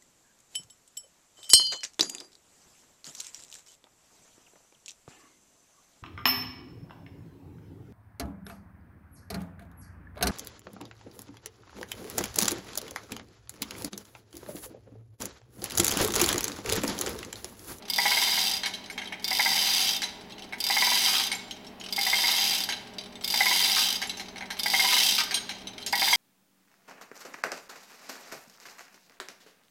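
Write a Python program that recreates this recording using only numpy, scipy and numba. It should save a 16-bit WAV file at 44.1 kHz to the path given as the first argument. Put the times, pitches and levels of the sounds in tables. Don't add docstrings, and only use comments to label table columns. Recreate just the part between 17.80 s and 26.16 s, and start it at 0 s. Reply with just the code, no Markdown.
import sys
import numpy as np
from scipy import signal
from scipy.fft import rfft, irfft, next_fast_len
from scipy.io import wavfile
from scipy.ndimage import map_coordinates
from numba import njit

SR = 44100
rng = np.random.default_rng(int(sys.argv[2]) if len(sys.argv) > 2 else 0)


def generate_wav(sig):
    pcm = np.round(np.clip(np.atleast_2d(sig).T, -1, 1) * 32767).astype(np.int16)
    wavfile.write(sys.argv[1], SR, pcm)


N = 368676
TIME = np.arange(N) / SR


def amp(db):
    return 10 ** (np.asarray(db) / 20)


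def unit(x):
    return x / np.sqrt(np.mean(x ** 2) + 1e-20)


def along(points, hz):
    f, value = np.transpose(points)
    return np.interp(np.log(hz + 1), np.log(f + 1), value)


def wobble(rate):
    knots = rng.standard_normal(int(N * rate / SR) + 4)
    return map_coordinates(knots, [TIME * rate])


def filtered(x, response):
    m = next_fast_len(N + 8192)
    return irfft(rfft(x, m) * response(np.fft.rfftfreq(m, 1 / SR)), m)[:N]


def noise(spectrum):
    white = rng.standard_normal(N)
    return unit(filtered(white, lambda hz: amp(along(spectrum, hz))))


def kicks(times, sizes):
    return np.bincount(np.abs(times * SR).astype(int), sizes, N)[:N]


@njit
def damped_sines(size, starts, sizes, turns, keeps):
    out = np.zeros(size)
    for k in range(len(starts)):
        a, b = 2 * keeps[k] * np.cos(turns[k]), keeps[k] ** 2
        now, before = sizes[k] * np.sin(turns[k]), 0.
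        life = int(np.log(1e-5 / (abs(sizes[k]) + 1e-9)) / np.log(keeps[k]))
        for i in range(starts[k], min(starts[k] + life, len(out))):
            out[i] += now
            now, before = a * now - b * before, now
    return out


def pings(times, db, hz, t60):
    keeps = np.full(len(times), amp(-60 / (t60 * SR)))
    return damped_sines(N, (times * SR).astype(np.int64), amp(db), 2 * np.pi * hz / SR, keeps)


def ring(times, db, modes, scatter_db, detune):
    hz, level, t60 = np.transpose(modes)
    draws = rng.standard_normal((len(times), 3, len(hz)))
    size, sign, shift = draws.transpose(1, 0, 2)
    sizes = np.sign(sign) * amp(db[:, None] + level + scatter_db * size)
    turns = 2 * np.pi * hz * (1 + detune * shift) / SR
    keeps = amp(-60 / (t60 * SR))
    starts = np.repeat(np.abs(times * SR).astype(np.int64), len(hz))
    return damped_sines(N, starts, sizes.ravel(), turns.ravel(), np.tile(keeps, len(times)))


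def clash(times, db, spectrum, t60):
    keep = amp(-60 / (t60 * SR))
    energy = signal.lfilter([1], [1, -keep * keep], kicks(times, amp(db) ** 2))
    return np.sqrt(energy) * noise(spectrum)


def cluster(times, gap, fall_db, count):
    late, size = rng.random((len(times), 2, count)).transpose(1, 0, 2)
    step = np.arange(count)
    later = step > 0
    spread = times[:, None] + gap * (step + later * (late - .5))
    return spread, later * 8 * (size - .5) - np.outer(fall_db, step)


# start t/s, end t/s, first speed/(teeth/s) and acceleration/(teeth/s^2) before
# saturation, limiting speed/(teeth/s), rattle level/dB, travel to the first link/teeth,
# knock level/dB, chain falls slack t/s
PULLS = [(.0995, .768, 21, 455, 84, -.3, 3.1, 1.5, .8594),
         (1.4435, 2.164, 23, 315, 96, -.5, 2.2, -1.5, 2.2194),
         (2.803, 3.468, 20, 400, 108, .3, 3.6, .5, 3.5164),
         (4.125, 4.838, 21, 360, 92, -1, 1.6, -1.5, 4.8892),
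         (5.4435, 6.156, 24, 405, 100, 0, 3.9, -.3, 6.2173),
         (6.7955, 7.436, 20, 370, 135, 1, 1.95, .3, 7.5095), (8.126, 8.8, 30, 455, 110, 1, .1, 2.5, 8.86)]
END_SPEED, BRAKING = 24, 480
FULL_SPEED = 100


def pulls():
    for start, stop, first, acceleration, top, *_ in PULLS:
        t = np.arange(0, stop - start, 1 / SR)
        driven = top * np.tanh((first + acceleration * t) / top)
        braked = END_SPEED + BRAKING * (stop - start - t)
        speed = np.minimum(driven, braked)
        turned = np.cumsum(speed) / SR
        turned += (np.round(turned[-1]) + .01 - turned[-1]) * (t / t[-1]) ** 4
        yield start + t, speed, turned


# f/Hz, relative level/dB per Hz
MACHINE_RUSH = [(15, -13), (35, -6.5), (80, -7), (150, -8.5), (200, -1), (300, -3), (400, -3), (520, -9.5),
                (800, -3), (1200, -15.5), (2200, -14.5), (4000, -21.5), (7000, -37), (15800, -33.5)]
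# f/Hz, mean level/dB (rms)
MACHINE_TONES = [(118.4, -69.5), (192.5, -56), (239, -59.5), (258.4, -63), (413, -60.5), (614, -62.5)]


def machinery():
    tones = 0
    for hz, db in MACHINE_TONES:
        level = amp(db + 1.33 * wobble(7.5))
        tones = tones + level * np.sin(2 * np.pi * hz * TIME + 1.3 * wobble(11))
    return np.sqrt(2) * tones + amp(-49.5) * noise(MACHINE_RUSH)


# f/Hz, relative level/dB, t60/s
LINK_MODES = [(2705, 0, 0.049), (3032, 3, 0.063), (3117, 1, 0.018), (3180, -1.5, 0.15), (3400, -32, 0.044),
              (3630, 1.5, 0.043), (3825, -3.5, 0.017), (3857, 4.5, 0.055), (4086, -2, 0.082),
              (4480, -3.5, 0.041), (5600, -10, 0.056), (5435, -3.5, 0.061), (5850, 1.5, 0.034),
              (6270, -3, 0.11), (7780, -7, 0.069), (9680, -10.5, 0.078), (10960, -6, 0.042)]
# f/Hz, relative level/dB per Hz
DRAG_SPECTRUM = [(400, -29), (800, -4), (1250, 2), (1700, -1), (2300, 4), (3200, 0.5), (5000, 4.5),
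                 (7000, -10), (15800, -24)]
SWING_DB, GRAB_DB, GRAB_S = -3, 10.5, 0.095


def swinging_chain():
    times = rng.random(200) * TIME[-1]
    wait = np.array(PULLS)[:, 0] - times[:, None]
    next_pull = np.where(wait > 0, wait, np.inf).min(axis=1)
    reach = np.exp(-next_pull / GRAB_S)
    db = SWING_DB + GRAB_DB * reach + 3 * rng.standard_normal(len(times))
    links = ring(times, db - 57, LINK_MODES, scatter_db=6.0, detune=0.0094)
    return links + clash(times, db - 45, DRAG_SPECTRUM, t60=0.053)


# t/s, drive level/dB
SCRAPE_EVENTS = [(1.8746, -31), (3.2734, -27), (3.336, -27.5), (3.3904, -26.5), (4.475, -29.5),
                 (5.9655, -20.5), (7.1084, -25), (7.3813, -20)]
# f/Hz, relative level/dB, t60/s
GUIDE_MODES = [(927, -3, 0.096), (1233, -4, 0.16), (1397, -23, 0.033), (1570, -4, 0.15), (2000, -16, 0.038),
               (2610, -21, 0.05), (2980, -3, 0.022)]
# f/Hz, relative level/dB per Hz
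CONTACT_SPECTRUM = [(300, -13), (800, -35), (1400, -28), (2400, -13), (3100, -0.5), (5400, -3.5),
                    (7000, -8.5), (7800, -8.5), (8600, -11), (9600, -6), (10500, -13), (12000, -6),
                    (15800, -16)]


def scraping_chain():
    s, db = np.transpose(SCRAPE_EVENTS)
    times, drop = cluster(s, gap=.006, fall_db=1.1, count=6)
    times, db = times.ravel(), (db[:, None] + drop).ravel()
    drag = ring(times, db - 15, GUIDE_MODES, scatter_db=2.5, detune=0.014)
    drag += clash(times, db - 1.0, DRAG_SPECTRUM, t60=0.04)
    touches, drop = cluster(np.array(PULLS)[:, 0] - .02, gap=0.027, fall_db=1, count=3)
    return drag + clash(touches.ravel(), drop.ravel() - 47, CONTACT_SPECTRUM, t60=0.12)


# f/Hz, relative level/dB, t60/s
PAWL_MODES = [(956, -27, 0.076), (2194, -22.5, 0.11), (2667, -25, 0.077), (3133, -17.5, 0.049),
              (3600, -15, 0.097), (4136, -18, 0.09), (4760, -11, 0.07), (4870, 0, 0.023),
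              (5540, -13.5, 0.035), (7750, -20, 0.048), (9400, -21, .04), (11400, -20, 0.063),
              (14640, -16.5, 0.053)]
PAWL_DB, PAWL_SPEED_DB = -2, -1
EASE_DB, EASE_S = -4, 0.29
CRACK_DB, CHIME_DB, BOUNCE_DB = -25, -18, -5.5


def ratchet():
    teeth, force = [], []
    for t, speed, turned in pulls():
        drops = np.flatnonzero(np.diff(np.floor(turned), prepend=-1))
        teeth.append(t[drops])
        fall = PAWL_SPEED_DB * speed[drops] / FULL_SPEED
        ease = EASE_DB * np.exp(-(t[-1] - t[drops]) / EASE_S)
        force.append(PAWL_DB + fall + ease)
    teeth, force = np.concatenate(teeth), np.concatenate(force)
    size, delay = rng.standard_normal((len(teeth), 2)).T
    rebounds = teeth + .0042 * np.exp(.3 * delay)
    times = np.r_[teeth, rebounds]
    db = np.r_[force + 1.2 * size, force + BOUNCE_DB]
    crack = clash(times, db, CONTACT_SPECTRUM, t60=.03)
    chime = ring(times + .0005, db, PAWL_MODES, scatter_db=2, detune=.0045)
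    return amp(CRACK_DB) * crack + amp(CHIME_DB) * chime


# f/Hz, relative level/dB per Hz
GEAR_SPECTRUM = [(200, -49), (520, -30), (760, 10), (970, 2.5), (1100, -4.5), (1600, 0.5), (2150, 6),
                 (2450, 4), (4000, -36)]
RATTLE_DB, RATTLE_POWER = -28.5, 1.25
RATTLE_LAG_S = 0.029
RUMBLE_DB, RUMBLE_POWER = -41, 0.76
JOSTLE_DB, LINK_RING_DB, LINK_CRACK_DB = 5.5, -10, 1


def running_chain():
    speed = 0
    for t, teeth_per_s, _ in pulls():
        speed = speed + np.interp(TIME, t, teeth_per_s, left=0, right=0)
    keep = np.exp(-1 / (RATTLE_LAG_S * SR))
    pace = signal.lfilter([1 - keep], [1, -keep], speed / FULL_SPEED) + 1e-4
    starts, pull_db = np.array(PULLS)[:, [0, 5]].T
    current_pull_db = pull_db[np.searchsorted(starts[1:], TIME)]
    rattle_db = RATTLE_DB + current_pull_db + RATTLE_POWER * 20 * np.log10(pace)
    slots = np.arange(0, TIME[-1] - .01, 1 / 190)
    times = slots + .009 * rng.random(len(slots))
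    db = np.interp(times, TIME, rattle_db) + JOSTLE_DB * rng.uniform(-0.95, 1, len(times))
    links = ring(times, db + LINK_RING_DB, LINK_MODES, scatter_db=3.5, detune=.018)
    cracks = clash(times, db + LINK_CRACK_DB, CONTACT_SPECTRUM, t60=.016)
    rumble = amp(RUMBLE_DB + 1.5 * wobble(60)) * pace ** RUMBLE_POWER * noise(GEAR_SPECTRUM)
    return links + cracks + rumble


TEETH_PER_LINK = 4.22


def seatings(count):
    rows = []
    for (t, _, turned), (start, *_, first_link, strength_db, _) in zip(pulls(), PULLS):
        times = np.interp(first_link + TEETH_PER_LINK * np.arange(count), turned, t)
        rows += [(s, s - start, strength_db) for s in times]
    return np.transpose(rows)


# f/Hz, relative level/dB, t60/s
WHEEL_MODES = [(705, -14, 0.12), (757, -13, 0.055), (966, -7.5, 0.17), (1593, -7.5, 0.045),
               (1690, -6, 0.051), (1980, -33, 0.052), (1989, -1.5, 0.12), (2147, -4, 0.088),
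               (2253, -4.5, 0.14)]
TIGHTEN_S = [.14, .2]
# loose f/Hz, taut f/Hz
LOW_RING_HZ = [800, 965]
# loose f/Hz, taut f/Hz
HIGH_RING_HZ = [2020, 2150]
KNOCK_DB, KNOCK_PEAK_S = -14, .19
KNOCK_RISE_DB_PER_S, KNOCK_FALL_DB_PER_S = 27, 49.5
LOW_RING_DB, HIGH_RING_DB, THUD_DB = -11, -6, -19
UNEVEN_DB = 1.5


def wheel():
    s, age, strength_db = seatings(count=8)
    before_peak = KNOCK_RISE_DB_PER_S * (KNOCK_PEAK_S - age)
    after_peak = KNOCK_FALL_DB_PER_S * (age - KNOCK_PEAK_S)
    db = KNOCK_DB + strength_db - np.maximum(before_peak, after_peak)
    db = db + UNEVEN_DB * rng.standard_normal(len(s))
    low_hz = np.interp(age, TIGHTEN_S, LOW_RING_HZ)
    high_hz = np.interp(age, TIGHTEN_S, HIGH_RING_HZ)
    low_shift, high_shift = 1 + .028 * rng.standard_normal((len(s), 2)).T
    knock = pings(s, db + LOW_RING_DB, low_hz * low_shift, t60=0.092)
    knock += pings(s + 0.003024, db + HIGH_RING_DB, high_hz * high_shift, t60=0.076)
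    knock += ring(s + 0.001005, db - 13.0, WHEEL_MODES, scatter_db=4.0, detune=0.011)
    settle = ring(s + .007, db - 15.5, WHEEL_MODES, scatter_db=3.5, detune=0.0039)
    thud = clash(s, db + THUD_DB, GEAR_SPECTRUM, t60=0.17)
    return knock + settle + thud


# t/s, link drive level/dB, f/Hz, clack level/dB, sparkle level/dB
COLLISIONS = [(.834, -19.5, 4180, -27, -53), (.9378, -25, 3200, -51, -40), (1.0999, -38.5, 4300, -37, -40),
              (1.1784, -25, 3150, -28, -48), (1.2166, -33, 2800, -30.5, -62), (1.2735, -30, 3150, -56, -63),
              (1.3236, -30, 2870, -30, -63), (2.237, -19.5, 3970, -57, -51), (2.5217, -33, 4070, -69, -69),
              (2.6218, -31.5, 3020, -66, -56), (2.725, -34.5, 3900, -29.5, -48),
              (3.71, -25.5, 3140, -54, -43), (3.8675, -37, 5500, -68, -49), (3.9988, -37, 6700, -59, -46),
              (4.0387, -30, 2930, -56, -46), (4.9237, -20, 3980, -35, -53), (5.1837, -24, 4720, -78, -56),
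              (5.3552, -34, 3600, -47, -70), (6.2949, -21, 4010, -39.5, -40),
              (6.3714, -32.5, 6220, -42, -38.5), (6.3969, -28.5, 4160, -31.5, -39),
              (6.559, -37, 4240, -35, -68), (6.6077, -36, 4150, -28.5, -58),
              (6.7043, -28, 4120, -29.5, -37), (7.5427, -14, 4050, -43, -24),
              (7.5684, -23.5, 3200, -37, -46), (7.6924, -23.5, 4110, -29, -42),
              (7.871, -26, 3880, -45, -58), (8.026, -29, 4040, -55, -50), (8.063, -24, 7460, -38.5, -28)]
# link drive level/dB, f/Hz, clack level/dB, sparkle level/dB
SLACK_FALL = (-21.5, 4706, -26, -33)
# f/Hz, relative level/dB per Hz
COLLISION_SPECTRUM = [(600, -40), (1400, -28), (2400, 1), (3100, 10.5), (4200, 8), (6000, -7), (7500, -17),
                      (12000, -31), (15800, -35)]
# f/Hz, relative level/dB, t60/s
CLACK_MODES = [(831, -8.5, 0.058), (966, -17, 0.45), (1610, -0.5, 0.033), (1720, -48, 0.0067),
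               (2040, -5.5, 0.1), (2219, 4.5, 0.048)]
# f/Hz, relative level/dB, t60/s
OVERTONE_MODES = [(6390, 0, 0.16), (7300, -5.5, 0.098), (9030, -5, 0.042), (9020, -1.5, 0.093),
                  (12100, -12, 0.055)]
# f/Hz, relative level/dB per Hz
SPARKLE_SPECTRUM = [(2000, -4), (5500, 9.5), (6500, -5), (9000, -11), (12000, -0.5), (15800, -28)]


def slack_chain():
    falls = [(slack_s, *SLACK_FALL) for *_, slack_s in PULLS]
    s, db, pitch, clack_db, sparkle_db = np.transpose(falls + COLLISIONS)
    fall_db = np.interp(clack_db, [-50, -30], [9, 3.5])
    times, drop = cluster(s, gap=.007, fall_db=fall_db, count=4)
    at = times.ravel()
    link_each = (db[:, None] + drop).ravel()
    clack_each = (clack_db[:, None] + drop).ravel()
    sparkle_each = (sparkle_db[:, None] + drop).ravel()

    link = pings(s + 0.000926, db - 5.5, pitch, t60=0.052)
    link += ring(at, link_each - 21.5, LINK_MODES, scatter_db=5, detune=0.0174)
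    link += clash(s, db - 16, CONTACT_SPECTRUM, t60=0.013)
    link += clash(at, link_each - 13, COLLISION_SPECTRUM, t60=0.073)

    clack_hz = np.interp(times - s[:, None], [0, .014], [1760, 2220]).ravel()
    clack = pings(at, clack_each - 4, clack_hz, t60=0.022)
    clack += ring(at, clack_each - 10.0, CLACK_MODES, scatter_db=5.0, detune=0.0056)
    clack += clash(at, clack_each - 14.0, GEAR_SPECTRUM, t60=0.17)

    sparkle = ring(at, sparkle_each - 11.5, OVERTONE_MODES, scatter_db=6.5, detune=0.032)
    sparkle += clash(at, sparkle_each - 4.5, SPARKLE_SPECTRUM, t60=0.12)
    return link + clack + sparkle


# t/s, drive level/dB
GRAZES = [(1.125, -43), (3.5513, -39.5), (6.2725, -37.5)]
# f/Hz, relative level/dB, t60/s
FREE_LINK_MODES = [(7300, 4, 0.064), (11250, -2.5, 0.064)]


def free_link():
    s, db = np.transpose(GRAZES)
    return ring(s, db + 1.5, FREE_LINK_MODES, scatter_db=4.5, detune=0.0028)


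# f/Hz, t60/s
ROOM_DECAY = [(200, 0.29), (1000, 1), (3000, 0.77), (5000, 0.69), (9000, 0.52), (15000, 0.43)]


def room(x, early_db, tail_db):
    hz, t, z = signal.stft(rng.standard_normal(SR), SR, nperseg=256)
    decay = amp(-60 * t / along(ROOM_DECAY, hz)[:, None])
    tail = signal.istft(z * decay, SR, nperseg=256)[1][:SR]
    early = rng.standard_normal(SR) * amp(-60 * TIME[:SR] / 0.035)
    answer = amp(early_db) * early / np.linalg.norm(early)
    answer = answer + amp(tail_db) * tail / np.linalg.norm(tail)
    delayed = np.pad(answer, (SR // 400, 0))
    return signal.fftconvolve(x, delayed)[:N]


def scene():
    hoist = swinging_chain() + scraping_chain() + ratchet() + running_chain()
    hoist = hoist + wheel() + slack_chain() + free_link()
    highpass = signal.butter(2, 420, "high", fs=SR, output="sos")
    hoist = signal.sosfilt(highpass, hoist)
    return (machinery() + hoist + room(hoist, early_db=-6.5, tail_db=-10.0))[None]


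TOP_HZ = 15950


def record(dry):
    return filtered(dry[0], lambda hz: hz < TOP_HZ)[None]


dry = scene()
out = record(dry)
generate_wav(out)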